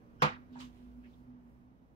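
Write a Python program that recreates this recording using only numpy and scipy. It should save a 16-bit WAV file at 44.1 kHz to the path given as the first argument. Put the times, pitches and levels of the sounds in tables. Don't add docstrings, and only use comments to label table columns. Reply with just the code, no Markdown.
import sys
import numpy as np
from scipy import signal
from scipy.io import wavfile
from scipy.ndimage import uniform_filter1d

SR = 44100
rng = np.random.default_rng(int(sys.argv[2]) if len(sys.argv) > 2 else 0)


def generate_wav(sig):
    pcm = np.round(np.clip(np.atleast_2d(sig).T, -1, 1) * 32767).astype(np.int16)
    wavfile.write(sys.argv[1], SR, pcm)


def attenuation_scalar(level_db):
    decades = np.asarray(level_db, float) / 20
    return 10 ** decades


N = 85995
BANDS_HZ = 28 * 2 ** np.arange(0, 9.2, 1 / 3)
OPPOSED = np.array([[1], [-1]])


def curve(table, at, col=1, log=False):
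    a = np.array(table, float)
    if log:
        return np.interp(np.log(at), np.log(a[:, 0]), a[:, col])
    return np.interp(at, a[:, 0], a[:, col])


def unit(x):
    return x / np.sqrt(np.mean(x ** 2))


def band(x, hz, width):
    ratio = np.sqrt(1 + width)
    edges_hz = [hz / ratio, min(hz * ratio, .45 * SR)]
    return signal.sosfilt(signal.butter(2, edges_hz, "band", fs=SR, output="sos"), x)


def walk(rate_hz):
    k = int(SR / rate_hz)
    return unit(uniform_filter1d(uniform_filter1d(rng.standard_normal(N), k), k))


def fall(since, rise, t60):
    return np.exp(np.where(since < 0, since / rise, -since * np.log(1000) / t60))


# [f/Hz, correlation]
LIKENESS = [(30, 1), (130, 0.58), (290, .75), (640, 0.1), (1300, -0.83), (3100, 0.14), (6800, -0.15),
            (15000, .1)]


def diffuse(hz, width):
    alike = np.clip(curve(LIKENESS, hz, log=True), -.97, .97)
    mid = unit(band(rng.standard_normal(N), hz, width))
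    side = unit(band(rng.standard_normal(N), hz, width))
    return np.sqrt((1 + alike) / 2) * mid + np.sqrt((1 - alike) / 2) * side * OPPOSED


# [f/Hz, level/dB per Hz]
ROOM_BANDS = [(28, -10), (42, -23.5), (60, -10), (240, -10.5), (400, -19.5), (1300, -28), (2200, -39.5),
              (5000, -52.5)]
# [t/s, level/dB]
ROOM_FADE = [(0, 5.5), (.5, 5.5), (1., 3.5), (1.4, 2.5), (1.95, 0)]
# [f/Hz, level/dB, width/Hz]
HUM = [(58.07, -63.5, 7), (124.07, -70.5, 6.5), (187.8, -81.5, 2)]
ROOM_DB = -64.5


def room_tone(t):
    air = 0
    for hz in BANDS_HZ[:-4]:
        flicker_db = 1. * walk(2)
        level = attenuation_scalar(curve(ROOM_BANDS, hz, log=True) + flicker_db)
        air = air + level * np.sqrt(hz) * diffuse(hz, 0.28)
    air = attenuation_scalar(ROOM_DB + curve(ROOM_FADE, t)) * unit(air)
    hum = sum(attenuation_scalar(db) * diffuse(hz, width / hz) for hz, db, width in HUM)
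    return air + hum


# [t/s, level/dB]
DRONE_LEVEL = [(0, -62), (.3, -62), (.35, -55), (.48, -61), (.515, -50), (.675, -51), (.73, -65),
               (.84, -52), (.93, -58), (.99, -49.5), (1.03, -58), (1.06, -52), (1.14, -61), (1.21, -55),
               (1.255, -69), (1.285, -51), (1.45, -61), (1.95, -70)]
# [t/s, f/Hz]
DRONE_PITCH = [(0, 218), (.07, 236), (.3, 247), (.5, 250), (.66, 250), (.72, 242), (.83, 246), (1.1, 244.5),
               (1.25, 251), (1.45, 243), (1.6, 240), (1.7, 256), (1.95, 262)]
DRONE_ROUGH_RAD, DRONE_WOBBLE_DB, DRONE_SIDE_DB = .25, 1., -11


def drone(t):
    phase = 2 * np.pi * np.cumsum(curve(DRONE_PITCH, t)) / SR + DRONE_ROUGH_RAD * walk(25)
    size = np.sqrt(2) * attenuation_scalar(curve(DRONE_LEVEL, t) + DRONE_WOBBLE_DB * walk(30))
    side = attenuation_scalar(DRONE_SIDE_DB) * np.cos(phase) * OPPOSED
    return size * (np.sin(phase) + side)


# [t/s, rise/s, fall t60/s,
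# level/dB, centre f/Hz]
RUSTLES = [(0.215, 0.0068, 0.025, -57.5, 3000), (0.216, 0.0077, 0.028, -51, 1500),
           (0.215, 0.0074, 0.012, -65, 5500), (.527, .001, 0.033, -81.5, 13500),
           (.527, 0.0014, 0.16, -77, 4300), (0.544, 0.019, 0.21, -71.5, 3210),
           (0.556, 0.00086, 0.14, -54, 900), (0.568, 0.015, 0.075, -61, 1540),
           (0.592, 0.0019, 0.13, -59, 4440), (.590, 0.027, .17, -74, 6560),
           (0.604, 0.0011, 0.14, -52, 1070), (0.602, 0.0028, .18, -59, 1790),
           (0.602, 0.0026, 0.19, -55, 3090), (0.603, 0.0084, 0.21, -64, 5700),
           (.604, 0.0054, 0.11, -66.5, 8100), (.600, 0.0061, 0.29, -74.5, 13000),
           (0.759, .08, .6, -75, 2300), (0.749, .06, .6, -85, 8500), (1.047, .008, 0.089, -66.5, 1797),
           (1.055, 0.02, 0.14, -69.5, 2520), (1.135, 0.0025, 0.06, -71.5, 3450),
           (1.1, 0.064, 0.42, -81.5, 3500), (.575, 0.016, 0.23, -68, 2330), (0.6, 0.003, 0.073, -62.5, 526)]
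RUSTLE_WIDTH, RUSTLE_GRIT_DB = .4, 1.5
SCUFF_SHAPE = 1.45


def rustles(t):
    out = 0
    for at, rise, t60, db, hz in RUSTLES:
        since = t - at
        held = t60 * (np.abs(since) / t60) ** SCUFF_SHAPE
        env = fall(np.where(since < 0, since, held), rise, t60)
        width = RUSTLE_WIDTH * np.clip(t60 / .15, .3, 4)
        out = out + attenuation_scalar(db + RUSTLE_GRIT_DB * walk(340)) * env * diffuse(hz, width)
    return out


KNOCK_AT_S = .2197
# [f/Hz, level/dB, t60/s, build-up/s]
PLATE_MODES = [(150.6, -11, 0.11, 0.014), (776, -30, .15, .004), (175, -27, .13, .015),
               (213, -32.5, 0.24, 0.0029), (355, -36, 0.15, 0.0048), (455, -51.5, .15, 0.006),
               (501, -23.5, 0.16, 0.0052), (900, -26.5, 0.11, .003), (957, -44.5, .15, 0.0077),
               (1026, -30.5, 0.18, 0.0026), (1123, -44.5, 0.14, 0.0031), (1356, -33, 0.24, 0.0048),
               (1376, -43, 0.29, .006), (2485, -46, .13, 0.0046)]


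def plate(since):
    out = np.zeros((2, N))
    for hz, db, t60, grow in PLATE_MODES:
        alike = np.clip(curve(LIKENESS, hz, log=True), -1, 1)
        lag = np.arccos(alike) * .35 * OPPOSED
        env = (1 - np.exp(-since / grow)) ** 2 * fall(since, 1, t60)
        out += attenuation_scalar(db) * env * np.sin(2 * np.pi * hz * since + lag)
    return out


# [t/s, level/dB, f/Hz]
CONTACTS = [(.2199, -14, 1560), (.2212, -23, 1330), (.2228, -7, 1134), (.2320, -21.5, 1193),
            (0.24, -18.5, 2390), (0.2498, -18, 1200), (0.256, -19, 1300), (0.275, -20.5, 1200),
            (.5585, -47.5, 700), (.6015, -63, 1170), (0.61, -43, 3040)]


def contacts(t):
    out = np.zeros((2, N))
    port_delay_s = np.array([[0], [.0003]])
    for at, db, hz in CONTACTS:
        since = np.maximum(t - at - port_delay_s, 0)
        out += attenuation_scalar(db) * (since / .0007) * np.exp(-since / 0.00092) * np.sin(2 * np.pi * hz * since)
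    return out


# [f/Hz, level/dB]
KNOCK_BANDS = [(80, -16.5), (250, -14.5), (600, -12.5), (1100, -6), (2600, -16.5), (4500, -23), (9500, -43),
               (15500, -46)]
# [f/Hz, t60/s]
RING = [(100, 0.39), (500, 0.19), (1500, .26), (4000, 0.2), (9000, 0.12), (15000, 0.1198)]
KNOCK_DB, RATTLE_HOLD_S, CLUMP_DB = -25, 0.016, 2.5
TAIL_DB, TAIL_T60_S = -49.5, 0.97


def rattle_and_room(since):
    wash = 0
    tail = attenuation_scalar(TAIL_DB) * fall(since, 1, TAIL_T60_S)
    for hz in BANDS_HZ[8:].tolist() + [75., 95.]:
        hold_s = RATTLE_HOLD_S * min(1, 3000 / hz)
        early = fall(np.maximum(since - hold_s, 0), 1, curve(RING, hz, log=True))
        level = attenuation_scalar(curve(KNOCK_BANDS, hz, log=True) + CLUMP_DB * walk(120)) * np.sqrt(hz / 1000)
        wash = wash + level * (early + tail) * diffuse(hz, 0.28)
    onset = 1 - np.exp(-since / 0.00013)
    return attenuation_scalar(KNOCK_DB) * wash * onset


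def knock(t):
    since = np.maximum(t - KNOCK_AT_S, 0)
    return plate(since) + contacts(t) + rattle_and_room(since)


def scene():
    t = np.arange(N) / SR
    right_db = 3.2
    mix = room_tone(t) + drone(t) + rustles(t) + knock(t)
    return mix * attenuation_scalar(-right_db / 2 * OPPOSED)


# [f/Hz, band level/dB]
HISS_BANDS = [(5000, -106), (8000, -105), (10500, -105), (13000, -99), (15500, -100)]
# [t/s, level/dB]
HISS_SWELL = [(0, 6.5), (.45, 6.5), (.7, 6), (1.2, 10), (1.35, 0), (1.5, 8.5), (1.7, 0.5), (1.95, 3)]


def phone(dry):
    t = np.arange(N) / SR
    limit, top_hz = .3, 15720
    hiss = sum(attenuation_scalar(curve(HISS_BANDS, hz, log=True)) * diffuse(hz, .3) for hz in BANDS_HZ[-6:])
    hiss = hiss * attenuation_scalar(curve(HISS_SWELL, t))
    rounded = limit * np.tanh(dry / limit)
    top_cut = signal.ellip(10, .2, 80, top_hz, fs=SR, output="sos")
    return signal.sosfilt(top_cut, rounded + hiss)


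def band_limit(x):
    return signal.sosfilt(signal.butter(12, 16390, fs=SR, output="sos"), x)


def record(dry):
    mix = phone(dry)
    return band_limit(mix)


dry = scene()
out = record(dry)
generate_wav(out)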